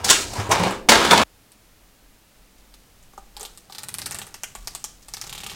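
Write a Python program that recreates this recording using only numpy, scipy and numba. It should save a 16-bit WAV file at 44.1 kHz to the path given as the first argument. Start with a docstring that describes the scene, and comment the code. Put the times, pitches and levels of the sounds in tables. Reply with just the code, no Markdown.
"""In a small, fairly dry room, a stiff blister shell is pulled off a table, crunches, bumps it and is dropped
aside: dense crackle through shell resonances, plus ringing table and panels. A hard cut silences it.
Then fingers peel thin shrink film off a cardboard box: lone stick-slip snaps ring the box over faint crinkle,
rub and drag. Near echoes and a diffuse tail answer; hiss and rumble lie beneath; the loudest peaks clip."""
import sys
import numpy as np
from scipy import signal
from scipy.fft import rfft, irfft
from scipy.io import wavfile
from scipy.ndimage import uniform_filter1d
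from numba import njit

SR = 44100
rng = np.random.default_rng(int(sys.argv[2]) if len(sys.argv) > 2 else 0)


def amplitude_ratio(level_db):
    """Convert a level in decibels to the matching linear amplitude (field) ratio."""
    exponent = np.asarray(level_db, float) / 20
    return 10 ** exponent


def store_pcm(level_fs):
    """Save levels as 16-bit WAV."""
    pcm = np.round(np.clip(level_fs, -1, 1) * 32767).astype(np.int16)
    wavfile.write(sys.argv[1], SR, np.atleast_2d(pcm).T)


N = 244755
T = np.arange(N) / SR

# Film letting go of the box. Each row: start in seconds, level in dB, film pitch in Hz, box ring in dB re level.
FILM_SNAPS = [(1.5189, -33.5, 9130, -29), (2.7404, -30.5, 4360, -16.5), (3.0284, -40, 6900, -27.5),
              (3.1351, -43, 6770, 0), (3.1777, -31.5, 7130, 3), (3.3668, -19.5, 4250, -31),
              (3.3967, -23, 8700, -17), (3.4091, -18, 6970, -19.5), (3.4303, -19.5, 8700, -38),
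              (3.4513, -17, 3800, -19.5), (3.5748, -25.5, 8420, -20), (3.6979, -31, 4280, -6),
              (3.7238, -22.5, 4380, -25), (3.7494, -19.5, 4100, -21), (3.7833, -16, 4380, -25),
              (3.8337, -16, 8800, -21.5), (3.8858, -14.5, 8980, -23), (3.9416, -11.5, 9450, -25.5),
              (3.9847, -11.5, 9270, -24), (4.0176, -14, 4670, -20), (4.0592, -15, 4600, -21),
              (4.0622, -11.5, 8960, -21.5), (4.11, -15.5, 8450, -21), (4.1217, -16.5, 6046, -33),
              (4.146, -13.5, 8563, -18), (4.162, -26, 2580, -30), (4.1871, -15.5, 8070, -20),
              (4.2166, -15, 3420, -17.5), (4.2678, -24.5, 9040, -17), (4.342, -18.5, 5600, -17),
              (4.4343, -11, 6700, -16.5), (4.5514, -18.5, 7530, -10), (4.6732, -11.5, 5390, -18),
              (4.7498, -13, 7790, -19.5), (4.8415, -10, 6150, -20), (5.027, -34.5, 5750, -26),
              (5.0841, -24, 8520, -15.5), (5.1375, -13.5, 5410, -20.5), (5.1687, -19.5, 4510, -16),
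              (5.214, -12.5, 5530, -25.5), (5.2397, -22.5, 4330, -13), (5.2683, -22, 6190, -15),
              (5.2951, -19, 3470, -28), (5.3271, -14.5, 3330, -21.5), (5.3498, -18, 3200, -19),
              (5.3789, -17.5, 3570, -19), (5.4036, -19, 3160, -24), (5.435, -15.5, 3210, -17),
              (5.4642, -13, 3150, -18.5), (5.4978, -16, 3320, -25), (5.5154, -22, 3290, -10.5)]
# Modes of the cardboard box. Each row: frequency in Hz, relative level in dB, t60 in seconds.
BOX_MODES = [(205, -15.5, 0.11), (406, -5, 0.03), (673, -2, 0.025), (781, -5, 0.045), (832, 3.5, 0.02),
             (1169, 4, 0.031), (1338, -9, 0.019)]


def unit(x):
    """Scale to rms 1."""
    return x / np.sqrt(np.mean(x ** 2))


def band(x, lo_hz, hi_hz):
    """Band-pass."""
    sos = signal.butter(2, [lo_hz, min(hi_hz, 0.45 * SR)], "band", fs=SR, output="sos")
    return signal.sosfilt(sos, x)


def decay(t60_s, size):
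    """Exponential fall of 60 dB in t60_s."""
    return np.exp(-np.log(1000) * T[:size] / t60_s)


def decay_e(tau_s, size):
    """Exponential fall with time constant tau_s."""
    return np.exp(-T[:size] / tau_s)


def rise(rise_s, size):
    """Exponential onset with time constant rise_s."""
    return 1 - np.exp(-T[:size] / rise_s)


def ring(hz, t60_s, size):
    """One dying mode."""
    return np.sin(2 * np.pi * hz * T[:size]) * decay(t60_s, size)


def add(out, start_s, sound):
    """Mix a sound in at start_s."""
    i = int(start_s * SR)
    out[i:i + len(sound)] += sound[:N - i]


def curve(rows):
    """Columns of a table, interpolated to one value a sample."""
    s, *columns = np.transpose(rows)
    return [np.interp(T, s, column) for column in columns]


def wander(spread_db, per_s):
    """A gain that drifts at random."""
    steps = rng.standard_normal(1000)
    return amplitude_ratio(spread_db * np.interp(T * per_s, np.arange(len(steps)), steps))


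def grains(per_s, spread_db, hiss):
    """Random ticks, a few much bigger than the rest, over some hiss."""
    size_db = spread_db * np.minimum(rng.exponential(size=N), 4)
    ticks = (rng.random(N) < per_s / SR) * amplitude_ratio(size_db) * rng.standard_normal(N)
    return unit(unit(ticks) + hiss * rng.standard_normal(N))


@njit
def sweep(x, hz, q):
    """State-variable band-pass whose centre can move."""
    y, band_state, low_state = np.empty(len(x)), 0., 0.
    for i in range(len(x)):
        g = np.tan(np.pi * hz[i] / SR)
        v = (band_state + g * (x[i] - low_state)) / (1 + g * (g + 1 / q))
        band_state = 2 * v - band_state
        low_state += 2 * g * v
        y[i] = v / q
    return y


def blows(rows, t60_s):
    """Soft blows ring a panel: a low note and weaker ones above it."""
    out, size = np.zeros(N), SR // 3
    for s, db, hz in rows:
        note = ring(hz, t60_s, size)
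        note += 0.33 * ring(1.2 * hz, 0.84 * t60_s, size)
        note += 0.18 * ring(1.9 * hz, 1.4 * t60_s, size)
        add(out, s, amplitude_ratio(db) * note * rise(1 / hz, size))
    return out


def shell_parts():
    """Dense buckles shake the stiff sheet, heard as middle, body and edge."""
    # Each row: resonance in Hz, width in Hz, level in dB.
    resonances = [(215, 62, 10), (970, 350, 17.5), (1644, 81, 11), (1800, 17, -2), (2970, 110, 7),
                  (3667, 82, 1.5)]
    crackle = grains(2500, 0.74, 0.8)
    rings = np.zeros(N)
    for hz, width_hz, db in resonances:
        q = hz / width_hz
        rings += amplitude_ratio(db) * sweep(crackle, np.full(N, 1. * hz), q) * np.sqrt(q)
    middle = unit(band(crackle, 990, 5000)) + 0.19 * unit(band(rings, 1100, 5000))
    body = unit(band(crackle, 240, 1300)) + 0.45 * unit(band(crackle, 930, 2700))
    body += 0.58 * unit(band(rings, 100, 1300))
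    edge = unit(band(crackle, 3300, 8400)) + 0.2 * unit(band(crackle, 6300, 16000))
    # a bent panel sings at a wandering pitch
    middle = unit(middle) + 0.4 * unit(sweep(crackle, 3300 * wander(3.3, 14), 5.))
    body = unit(body) + 0.42 * unit(sweep(crackle, 950 * wander(2.5, 18), 4.7))
    return [unit(middle), unit(body), unit(edge)]


def shell():
    """Flexing and bursts of buckles drive the sheet's middle, body and edge."""
    # Each row: start in seconds, level in dB, body in dB re level, edge in dB re level.
    crunches = [(0.043, -10.5, -8, 6), (0.0836, -9, -20.5, -40), (0.0901, -4.5, -13, -10),
                (0.099, 6, -12.5, 0), (0.107, -2.5, -16.5, -8.5), (0.3325, -21.5, -5, -10),
                (0.491, -27, 5, 0), (0.511, -0.5, -4, -16), (0.5177, -2.5, -2.5, -20.5),
                (0.595, -18.5, 1.5, -10.5), (0.633, -12.5, 1, -13), (0.707, -20, 4, -19),
                (0.8865, 3.5, 0.5, -6.5), (0.8908, 13.5, -13, -10), (0.918, -6, 12.5, -19.5),
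                (0.955, -10.5, 1.5, -18.5), (1.049, -10, -3.5, -17), (1.1085, 2.5, -8.5, -12),
                (1.129, -11.5, 2.5, -10.5), (1.1753, -1.5, -7, -16), (1.1916, -11, -1, -19),
                (1.214, -13, -1.5, -19)]
    # Two groups, lifted then dropped aside. Each row: time in seconds, level in dB, body in dB re level.
    flexing = [
        [(0.0, -47, 9), (0.034, -54, 13), (0.046, -30.5, -1.5), (0.108, -19.5, -4), (0.268, -39.5, -3),
         (0.4, -36, 5.5), (0.49, -48, 12), (0.518, -30, 9.5), (0.572, -32.5, 9.5), (0.625, -33.5, 9.5),
         (0.665, -31, 11), (0.8, -54, 7)],
        [(0.9, -20, 1.5), (0.998, -28.5, 11), (1.102, -30, 7), (1.11, -19.5, 5), (1.21, -29, 10.5),
         (1.24, -29, 5)],
    ]
    # Burst t60 of middle, body and edge in seconds.
    crunch_t60_s = (0.038, .052, 0.059)
    crest_db = 10  # taken off each burst: peak of a dense crackle over its rms
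    force = np.zeros((3, N))
    for rows in flexing:
        db, body_db = curve(rows)
        edge_db = -4.5 - 1.08 * body_db  # a broad, heavy flex stirs the thin edge less
        active = (T > rows[0][0]) * (T < rows[-1][0])
        force += amplitude_ratio(np.array([db, db + body_db, db + edge_db])) * active
    size = SR // 3
    shapes = [decay(t60_s, size) * rise(0.0017, size) for t60_s in crunch_t60_s]
    for s, db, body_db, edge_db in crunches:
        for k, re_db in enumerate((0, body_db, edge_db)):
            add(force[k], s, amplitude_ratio(db + re_db - crest_db) * shapes[k])
    # parts of the sheet stiffen and slacken apart
    force *= [wander(1.8, 45) for _ in force]
    return np.sum(force * shell_parts(), axis=0)


def bumps():
    """The shell knocks the table top, and its panels pop in and out."""
    # Table bumps. Each row: start in seconds, level in dB, pitch in Hz.
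    knocks = [(0.047, -30, 215), (0.383, -14, 102), (0.489, -17.5, 105), (0.598, -13.5, 178),
              (0.66, -19, 188), (0.894, -11.5, 226), (1.0, -23.5, 248), (1.111, -14.5, 196),
              (1.191, -18, 234)]
    # Shell panels popping. Each row: start in seconds, level in dB, pitch in Hz.
    pops = [(0.111, -12, 1070), (0.333, -30, 700), (0.491, -16, 434), (0.502, -12.5, 657),
            (0.523, -14, 1030), (0.602, -19, 1040), (0.889, -7.5, 485), (1.115, -12.5, 1310)]
    return blows(knocks, t60_s=0.18) + blows(pops, t60_s=0.055)


def snap_tick(film_hz, partner_hz, box_db, size):
    """The bond lets go in a sub-millisecond bell-shaped pulse at the film's pitch."""
    release = np.exp(-((T[:size] - 0.0004) / 0.00022) ** 2)
    modes = ((film_hz, 1), (partner_hz, 0.4), (13500, 0.2))
    tick = release * sum(g * np.sin(2 * np.pi * hz * T[:size]) for hz, g in modes)
    # high, taut film lets go more sharply; a release that shakes the box more is blunter
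    sharpness_db = 1 * np.log2(film_hz / 8000) - 0.11 * (box_db + 21)
    return amplitude_ratio(sharpness_db) * tick / np.abs(tick).max()


def snap_box(size):
    """The box rings, held a little differently by the hand each time."""
    box = np.zeros(size)
    for hz, db, t60_s in BOX_MODES:
        level_grip, pitch_grip = rng.standard_normal(2)
        box += amplitude_ratio(db + 1.7 * level_grip) * ring(hz * (1 + 0.022 * pitch_grip), t60_s, size)
    box *= rise(0.0013, size)
    return box / np.abs(box).max()


def snaps():
    """A sharp tick at the film's pitch, a short flutter of freed film, a slap on the card, the box ringing."""
    # How flat the freed film lies on the card. Each row: time in seconds, slap in dB re snap.
    on_card = [(3.3, -15), (3.6, -20), (3.75, -7.5), (4.25, -3), (4.58, 1.5), (4.75, -15), (5.25, -6),
               (5.32, -21)]
    out, size = np.zeros(N), 2600
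    for s, db, film_hz, box_db in FILM_SNAPS:
        partner_hz = 4400 if film_hz > 7000 else 8600  # the film's other mode
        flutter_db = -11.5 - 0.06 * db  # weak snaps carry slightly more flutter
        slap_db = np.interp(s, *np.transpose(on_card))
        # smaller slips follow: a few big grains among many small
        chance = rng.standard_normal(size)
        rustle = unit(chance * np.abs(chance) ** 1.4) * decay_e(0.0066, size) * rise(0.0046, size)
        own, partner = [band(rustle, hz * 0.78, hz * 1.25) for hz in (film_hz, partner_hz)]
        flutter = own + 0.14 * partner
        flutter += 1.7 * band(rustle, 2500, 10000) + 0.62 * band(rustle, 10000, 12500)
        snap = snap_tick(film_hz, partner_hz, box_db, size) + amplitude_ratio(flutter_db) * flutter
        snap += amplitude_ratio(slap_db) * band(rustle, 1500, 3440)
        snap += amplitude_ratio(box_db) * snap_box(size)
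        add(out, s, amplitude_ratio(db) * snap)
    return out


def taps():
    """Fingertips land on the box lid and ring it."""
    # Each row: start in seconds, level in dB, pitch in Hz.
    landings = [(3.134, -55, 777), (3.179, -37, 785), (3.368, -35, 823), (3.41, -33.5, 434),
                (3.43, -33.5, 786), (3.698, -43, 788)]
    return blows(landings, t60_s=0.059)


def peel():
    """Stretched film crinkles finely, fingers rub the card and ring the box, the box drags on the table."""
    # Peeling hands. Each row: time in seconds, film tension as crinkle in dB, push on the box as rub in dB.
    hands = [(2.5, -84.5, -86.5), (2.59, -63, -74), (2.66, -73, -71), (3.3, -69.5, -81), (3.41, -72, -46.5),
             (3.55, -61.5, -70), (3.67, -70.5, -69), (3.78, -58.5, -52.5), (3.96, -60, -58),
             (4.15, -54.5, -47), (4.33, -64, -60), (4.5, -61, -78), (4.74, -57.5, -57), (5.01, -64, -81.5),
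             (5.13, -59, -63), (5.25, -55, -53.5), (5.55, -49.5, -53)]
    # The box sliding on the table. Each row: time in seconds, level in dB.
    sliding = [(2.3, -83), (3.65, -65), (3.8, -57), (4.0, -45.5), (4.15, -49), (4.3, -67), (4.7, -56),
               (5.0, -70), (5.18, -56), (5.55, -48.5)]
    crinkle_db, rub_db = curve(hands)
    drag_db, = curve(sliding)
    # each snap leaves the film crinkling
    stir = amplitude_ratio(crinkle_db)
    for s, db, *_ in FILM_SNAPS:
        add(stir, s, amplitude_ratio(db - 43.5) * decay_e(0.045, SR // 4))
    # the crinkle follows the pitch of the snaps, averaged over 0.18 s
    crinkle_hz = uniform_filter1d(curve(FILM_SNAPS)[1], int(0.18 * SR))
    ticks = grains(1500, 1.96, 0.32)
    crinkle = unit(sweep(ticks, np.clip(crinkle_hz, 500., 15000.), 0.97))
    crinkle += 0.33 * unit(band(ticks, 1060, 7000))
    fingers = grains(1800, 1.54, 1.41)
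    box = np.zeros(N)
    for hz, db, t60_s in BOX_MODES:
        box += amplitude_ratio(db) * sweep(fingers, np.full(N, 1. * hz), hz * t60_s / 2.7)
    rub = unit(unit(band(fingers, 240, 1463)) + 0.49 * unit(box))
    drag = unit(band(rng.standard_normal(N), 92, 193))
    return stir * crinkle + amplitude_ratio(rub_db) * rub + amplitude_ratio(drag_db) * drag


def hush():
    """Room air and microphone hiss as coloured noise, with an uneven rumble from the stand under it."""
    # Noise spectrum. Each row: frequency in Hz, relative level in dB.
    spectrum = [(41, -39), (70, -19), (195, -5), (336, -8), (368, -15), (403, -10), (797, -13),
                (892, -14.5), (2780, -17), (16000, -23)]
    # Hands and table shaking the stand. Each row: time in seconds, level in dB.
    shaking = [(0.0, -43), (0.08, -34), (0.35, -47), (0.63, -31), (0.84, -58), (0.95, -37.5), (1.23, -35.5),
               (1.26, -65), (2.7, -71.5), (2.9, -65.5), (3.7, -70), (4.14, -51), (4.4, -63), (5.0, -65),
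               (5.4, -53.5)]
    # The stand swaying under leaning arms. Each row: time in seconds, level in dB.
    swaying = [(0.0, -51), (1.2, -49), (1.3, -62), (2.8, -58.5), (3.3, -51), (3.85, -66.5), (4.75, -52.5),
               (5.0, -56.5), (5.3, -50.5), (5.55, -58)]
    air_db = -56.5  # rms
    hz, db = np.transpose(spectrum)
    bin_hz = np.arange(1, N // 2 + 2) * SR / N
    colour = amplitude_ratio(np.interp(np.log(bin_hz), np.log(hz), db))
    air = amplitude_ratio(air_db) * unit(irfft(rfft(rng.standard_normal(N)) * colour, N))
    deep = unit(band(band(rng.standard_normal(N), 35, 49), 35, 49))
    deep += 0.8 * unit(band(rng.standard_normal(N), 8, 24))
    upper = unit(band(band(rng.standard_normal(N), 60, 125), 60, 125))
    shaking_db, = curve(shaking)
    sway_db, = curve(swaying)
    return air + amplitude_ratio(sway_db) * wander(3., 5.4) * deep + amplitude_ratio(shaking_db) * upper


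def room(x, echo_db, tail_db):
    """Direct sound, near echoes and a diffuse tail; the hands move, so the paths keep changing."""
    # Table and nearby things. Each row: delay in seconds, level in dB.
    echoes = [(.0022, -7), (.0047, -14), (.0072, -13), (.0105, -18), (.015, -18)]
    # Tail bands. Each row: frequency in Hz, t60 in seconds.
    tail_t60_s = [(300, 0.9), (1000, 0.26), (3000, 0.36), (7000, 0.31), (13000, 0.024)]
    size, hop = SR // 2, 4096
    out, fade = np.zeros(N + size + 2 * hop), np.hanning(2 * hop + 1)[:-1]
    decays = [(hz, decay(t60_s, size)) for hz, t60_s in tail_t60_s]
    tails = []
    for _ in range(8):
        tails.append(sum(band(rng.standard_normal(size), hz * 0.45, hz * 1.45) * fall for hz, fall in decays))
    x = np.r_[np.zeros(hop), x, np.zeros(2 * hop)]
    # overlapping blocks, each with its own response
    for k, i in enumerate(range(0, N + hop, hop)):
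        response = tails[k % 8] * amplitude_ratio(tail_db) * rise(0.0066, size)
        response[0] = 1
        for (s, db), moved in zip(echoes, rng.standard_normal(len(echoes))):
            response[int(s * SR * (1 + 0.04 * moved))] += amplitude_ratio(db + echo_db)
        wet = signal.fftconvolve(x[i:i + 2 * hop] * fade, response)[:len(out) - i]
        out[i:i + len(wet)] += wet
    return out[hop:hop + N]


def scene():
    """The cut silences shell and room tail within 2 ms; film and box follow, over quiet hiss and uneven rumble."""
    cut_s = 1.237
    before_cut = np.clip((cut_s - T) / 0.002, 0, 1)
    # the shell's dense crackle has weak near echoes
    unpacking = room(shell(), echo_db=-13.5, tail_db=-34.5) + bumps()
    peeling = room(snaps() + taps() + peel(), echo_db=-4.0, tail_db=-37.5)
    return (unpacking * before_cut + peeling + hush())[None]


def low_pass(x):
    """Removes everything above the highest recorded frequency."""
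    return signal.sosfilt(signal.butter(12, 16230, fs=SR, output="sos"), x)


def record(dry):
    """The input clips at full scale."""
    clipped = np.clip(dry, -1, 1)
    return low_pass(clipped)


dry = scene()
out = record(dry)
store_pcm(out)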